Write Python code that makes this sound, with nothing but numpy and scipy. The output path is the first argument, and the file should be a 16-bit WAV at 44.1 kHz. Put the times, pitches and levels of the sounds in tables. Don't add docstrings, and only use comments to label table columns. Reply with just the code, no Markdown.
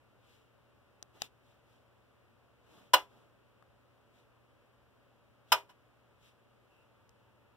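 import sys
import numpy as np
from scipy import signal
from scipy.fft import rfft, irfft, next_fast_len
from scipy.io import wavfile

SR = 44100
rng = np.random.default_rng(int(sys.argv[2]) if len(sys.argv) > 2 else 0)


def unload_audio(sound):
    columns = np.transpose(np.atleast_2d(sound))
    steps = np.round(np.clip(columns, -1, 1) * 32767)
    wavfile.write(sys.argv[1], SR, steps.astype(np.int16))


N = 333748
TIME = np.arange(N) / SR
SIDES = np.array([[.5], [-.5]])
CUTOFF_HZ = 15700


def from_db(db):
    return 10 ** (np.asarray(db) / 20)


def at_hz(points, hz, column=1):
    table = np.array(points)
    return np.interp(np.log(np.maximum(hz, 1)), np.log(table[:, 0]), table[:, column])


def decay(t, t60_s):
    return np.exp(-np.log(1000) * t / t60_s)


def add(out, start_s, sound):
    start = round(start_s * SR)
    out[..., start:start + sound.shape[-1]] += sound[..., :N - start]


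def drift(rate_hz):
    knots = rng.standard_normal(int(N / SR * rate_hz) + 2)
    return np.interp(TIME * rate_hz, np.arange(len(knots)), knots)


def hum(tones, wander_rad):
    return sum(np.sqrt(2) * from_db(db) * np.sin(2 * np.pi * hz * TIME + wander_rad * drift(2.3))
               for hz, db in tones)


def diffuse_noise(spectrum, size=N):
    # freq_hz, correlation
    port_likeness = [(50, 0.36), (150, 0.9), (400, 0.31), (700, 0.32), (1200, 0.82), (2000, 0.08),
                     (4000, -0.06)]
    padded = next_fast_len(size)
    hz = np.fft.rfftfreq(padded, 1 / SR)
    mid, side = rfft(rng.standard_normal((2, padded))) * np.sqrt(SR) / 2
    alike = at_hz(port_likeness, hz)
    ports = np.sqrt(1 + alike) * mid + np.sqrt(1 - alike) * side * [[1], [-1]]
    return irfft(ports * from_db(at_hz(spectrum, hz)), padded)[:, :size]


def room_air(pan_db=1.8):
    # freq_hz, density_db
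    air_spectrum = [(20, -124), (35, -109), (55, -91.5), (100, -91), (170, -99), (240, -96), (320, -99),
                    (500, -98), (850, -105), (1400, -106), (2000, -110.5), (2800, -110.5), (4000, -120),
                    (6500, -130), (15000, -138)]
    return diffuse_noise(air_spectrum) * from_db(pan_db * SIDES)


def far_motor():
    # freq_hz, level_db
    motor_tones = [(119.5, -71.5), (576, -83.5)]
    return hum(motor_tones, wander_rad=0.16)


def hand_rubs(rest_db=-26.5, fidget_db=1.5, fidget_hz=4.3, rise_share=0.46, grain_db=1.0, pan_db=3.5):
    # peak_s, length_s, level_db, dull_share_db
    rubs = [(0.32, 0.19, -6.5, -17), (1.168, 0.057, -4.5, 2.5), (1.237, .055, 11, -12),
            (1.5, .13, -12, -23), (1.73, .15, -12, -1), (2.77, .2, -3.5, 0.5), (3.168, 0.19, -12.5, 7.5),
            (4.18, .1, -10, -3), (5.502, 0.058, -6, -10), (6.26, 0.097, -2.5, -12)]
    # freq_hz, density_db
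    slide_spectrum = [(500, -118), (1700, -108), (2800, -99), (3600, -101), (4600, -109), (6000, -110),
                      (9000, -115), (15000, -118)]
    # freq_hz, density_db
    shuffle_spectrum = [(60, -100), (170, -87), (420, -90), (900, -95.5), (1800, -104), (4000, -125)]
    bright = from_db(rest_db + fidget_db * drift(fidget_hz))
    dull = np.zeros(N)
    for peak_s, length_s, level_db, dull_share_db in rubs:
        width_s = length_s * np.where(TIME < peak_s, rise_share, 1 - rise_share)
        swell = from_db(level_db) * np.exp(-np.minimum(((TIME - peak_s) / width_s) ** 2, 20))
        bright += swell
        dull += swell * from_db(dull_share_db)
    slide = bright * from_db(grain_db * drift(210)) * diffuse_noise(slide_spectrum)
    return slide * from_db(pan_db * SIDES) + dull * diffuse_noise(shuffle_spectrum)


def casing_ticks(rebound_s=0.001079, grit_gain=0.53, grit_hz=9000, thump_hz=785, right_port_db=-24):
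    # start_s, level_db, pitch_hz, rebound_db, thump_db
    ticks = [(1.0271, -32, 5900, -17.5, -49.5), (1.2196, -20.5, 4070, -2, -27.5),
             (3.625, -57.5, 1700, -3, -55), (7.0932, -50, 8000, -15, -75)]
    # freq_hz, level_db, t60_s
    casing_modes = [(1270, 14, 0.017), (3250, -8, 0.013), (3990, -4, 0.0069), (4760, 0.5, 0.003),
                    (5590, -5.5, 0.0063), (6200, -2.5, 0.0063), (8200, -13.5, 0.0095)]
    focus_db = 22
    out, t = np.zeros(N), TIME[:2000]
    lowpass = signal.butter(1, grit_hz, fs=SR, output="sos")
    thump = np.sin(2 * np.pi * thump_hz * t) * decay(t, t60_s=0.014)
    for start_s, level_db, pitch_hz, rebound_db, thump_db in ticks:
        add(out, start_s, from_db(thump_db) * thump)
        for delay_s, snap_db in ((0, 0), (rebound_s, rebound_db)):
            grit = signal.sosfilt(lowpass, rng.standard_normal(len(t)))
            snap = grit_gain * grit * decay(t, t60_s=0.0057)
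            for hz, mode_db, t60_s in casing_modes:
                strength = from_db(mode_db - focus_db * np.log2(hz / pitch_hz) ** 2)
                snap += strength * np.sin(2 * np.pi * hz * t) * decay(t, t60_s)
            add(out, start_s + delay_s, from_db(level_db + snap_db) * snap)
    return out * from_db([[0], [right_port_db]])


def contact_crack(t, colour, rise_s=0.00052):
    # freq_hz, density_db
    crack_spectrum = [(40, -78.5), (120, -73), (220, -85.5), (360, -73), (560, -58), (800, -59.5),
                      (1050, -55), (1600, -59.5), (2600, -59), (3800, -61.5), (6200, -69), (11000, -70.5),
                      (14500, -69), (16000, -72.5)]
    # freq_hz, left_minus_right_db
    crack_balance = [(250, 1.5), (600, -3.5), (1000, 1.5), (1500, 5), (2400, 4), (4200, 3), (9000, 6.5),
                     (12000, -0.5), (14500, -8)]
    # freq_hz, early_t60_s, tail_t60_s, tail_db
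    room_decay = [(120, .12, .4, -12), (500, .07, .2, -9), (1100, .06, .17, -10), (3000, .055, .155, -10),
                  (6000, .05, .17, -16), (14000, .05, .17, -20)]
    hz = np.fft.rfftfreq(len(t), 1 / SR)
    spectrum = rfft(diffuse_noise(crack_spectrum, size=len(t)))
    spectrum *= from_db(at_hz(colour, hz) + at_hz(crack_balance, hz) * SIDES)
    centres_hz = np.geomspace(120, 14000, 10)
    out = np.zeros((2, len(t)))
    for centre_hz, band_weights in zip(centres_hz, np.eye(len(centres_hz))):
        band = irfft(spectrum * at_hz(np.c_[centres_hz, band_weights], hz), len(t))
        early_t60_s, tail_t60_s, tail_db = (at_hz(room_decay, centre_hz, column) for column in (1, 2, 3))
        out += band * np.hypot(decay(t, early_t60_s), from_db(tail_db) * decay(t, tail_t60_s))
    return out * (1 - np.exp(-t / rise_s))


def switch_ring(t, place, scatter_db=1.57, one_radian_hz=1700, rise_s=0.0022):
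    # freq_hz, off_end_db, on_end_db, t60_s, left_minus_right_db
    switch_modes = [(316, -45.5, -52, 0.19, 1), (403, -50, -48, 0.31, -1.5), (538.6, -34.5, -38, 0.13, -6),
                    (645, -37, -37, 0.14, -6), (750, -34, -37, 0.13, -5), (817, -30, -42.5, .11, -2),
                    (877, -29, -38.5, .14, -1.5), (954, -35, -29, 0.16, -.5), (987, -15, -16.5, 0.06, -2),
                    (1010, -32, -38, .18, .5), (1110, -28, -37.5, 0.082, .5), (1218, -33, -24.5, .082, 3),
                    (1430, -39, -23, 0.046, 4.5), (1472, -31, -31.5, 0.089, 4),
                    (1536, -41, -26.5, 0.065, 6.5), (2447, -42, -36.5, 0.17, 1.5),
                    (2870, -23, -39.5, .105, 2), (2915, -26, -25.5, 0.094, 0), (3138, -37, -32, 0.052, 0.5),
                    (3370, -35, -35, 0.094, -2), (3400, -38, -44, 0.17, 0.5), (3775, -43, -34.5, 0.061, -2),
                    (4090, -26, -34, .075, 5), (5140, -34.5, -25, 0.064, -3.5), (5380, -43, -35, .07, -1),
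                    (7580, -38, -32.5, 0.028, 0), (8350, -37, -43, 0.071, 2)]
    out = np.zeros((2, len(t)))
    for hz, off_db, on_db, t60_s, pan_db in switch_modes:
        scatter, skew = rng.standard_normal(2)
        level_db = off_db + place * (on_db - off_db) + scatter_db * scatter
        apart_rad = np.sign(skew) * min((hz / one_radian_hz) ** 2, np.pi / 2)
        tone = np.sin(2 * np.pi * hz * t + apart_rad * SIDES)
        out += from_db(level_db + pan_db * SIDES) * decay(t, t60_s) * tone
    return out * (1 - np.exp(-t / rise_s))


def wall_switch(ring_delay_s=0.002, ring_db=-1):
    # start_s, level_db, contact_gap_s, place (0 off end, 1 on end)
    throws = [(2.934, 4.5, .0032, 0.062), (5.519, 3.5, 0.0026, .95), (5.691, -36.5, 0.0076, 0.76)]
    contacts_db = (-5, 0, -4, -8)
    dulling_per_octave = 0.043
    out, t = np.zeros((2, N)), TIME[:12000]
    hz = np.linspace(1500, CUTOFF_HZ, 130)
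    ripple_db = 4.5 * np.r_[0, rng.uniform(-1, 1, len(hz) - 1)]
    for start_s, level_db, gap_s, place in throws:
        tilt_db = dulling_per_octave * min(level_db, 0) * np.log2(hz / hz[0])
        colour = np.c_[hz, ripple_db + tilt_db]
        for k, contact_db in enumerate(contacts_db):
            add(out, start_s + k * gap_s, from_db(level_db + contact_db) * contact_crack(t, colour))
        add(out, start_s + ring_delay_s, from_db(level_db + ring_db) * switch_ring(t, place))
    return out


def fluorescent_fitting(start_s=6.68, strike_s=6.87, fade_s=0.037, lit_buzz_db=-14):
    # freq_hz, level_db
    ballast_tones = [(100, -75.5), (200, -87), (900, -86)]
    # freq_hz, density_db
    buzz_spectrum = [(2200, -130), (2550, -103), (2680, -100.5), (2850, -105), (3400, -130)]
    live = np.clip((TIME - start_s) / fade_s, 0, 1)
    heating = np.clip((strike_s - TIME) / fade_s, 0, 1)
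    buzz = np.maximum(heating, from_db(lit_buzz_db)) * diffuse_noise(buzz_spectrum)
    return live * (hum(ballast_tones, wander_rad=0.22) + buzz)


def scene():
    return room_air() + far_motor() + wall_switch() + casing_ticks() + hand_rubs() + fluorescent_fitting()


def record(dry):
    lag_s, cross_gain, hiss_db = 0.000455, 0.48, -85
    crossed = np.pad(dry[::-1], ((0, 0), (round(lag_s * SR), 0)))[:, :N]
    hiss = from_db(hiss_db) * rng.standard_normal((2, N))
    lowpass = signal.ellip(10, .1, 80, CUTOFF_HZ, fs=SR, output="sos")
    return signal.sosfilt(lowpass, dry - cross_gain * crossed + hiss)


dry = scene()
out = record(dry)
unload_audio(out)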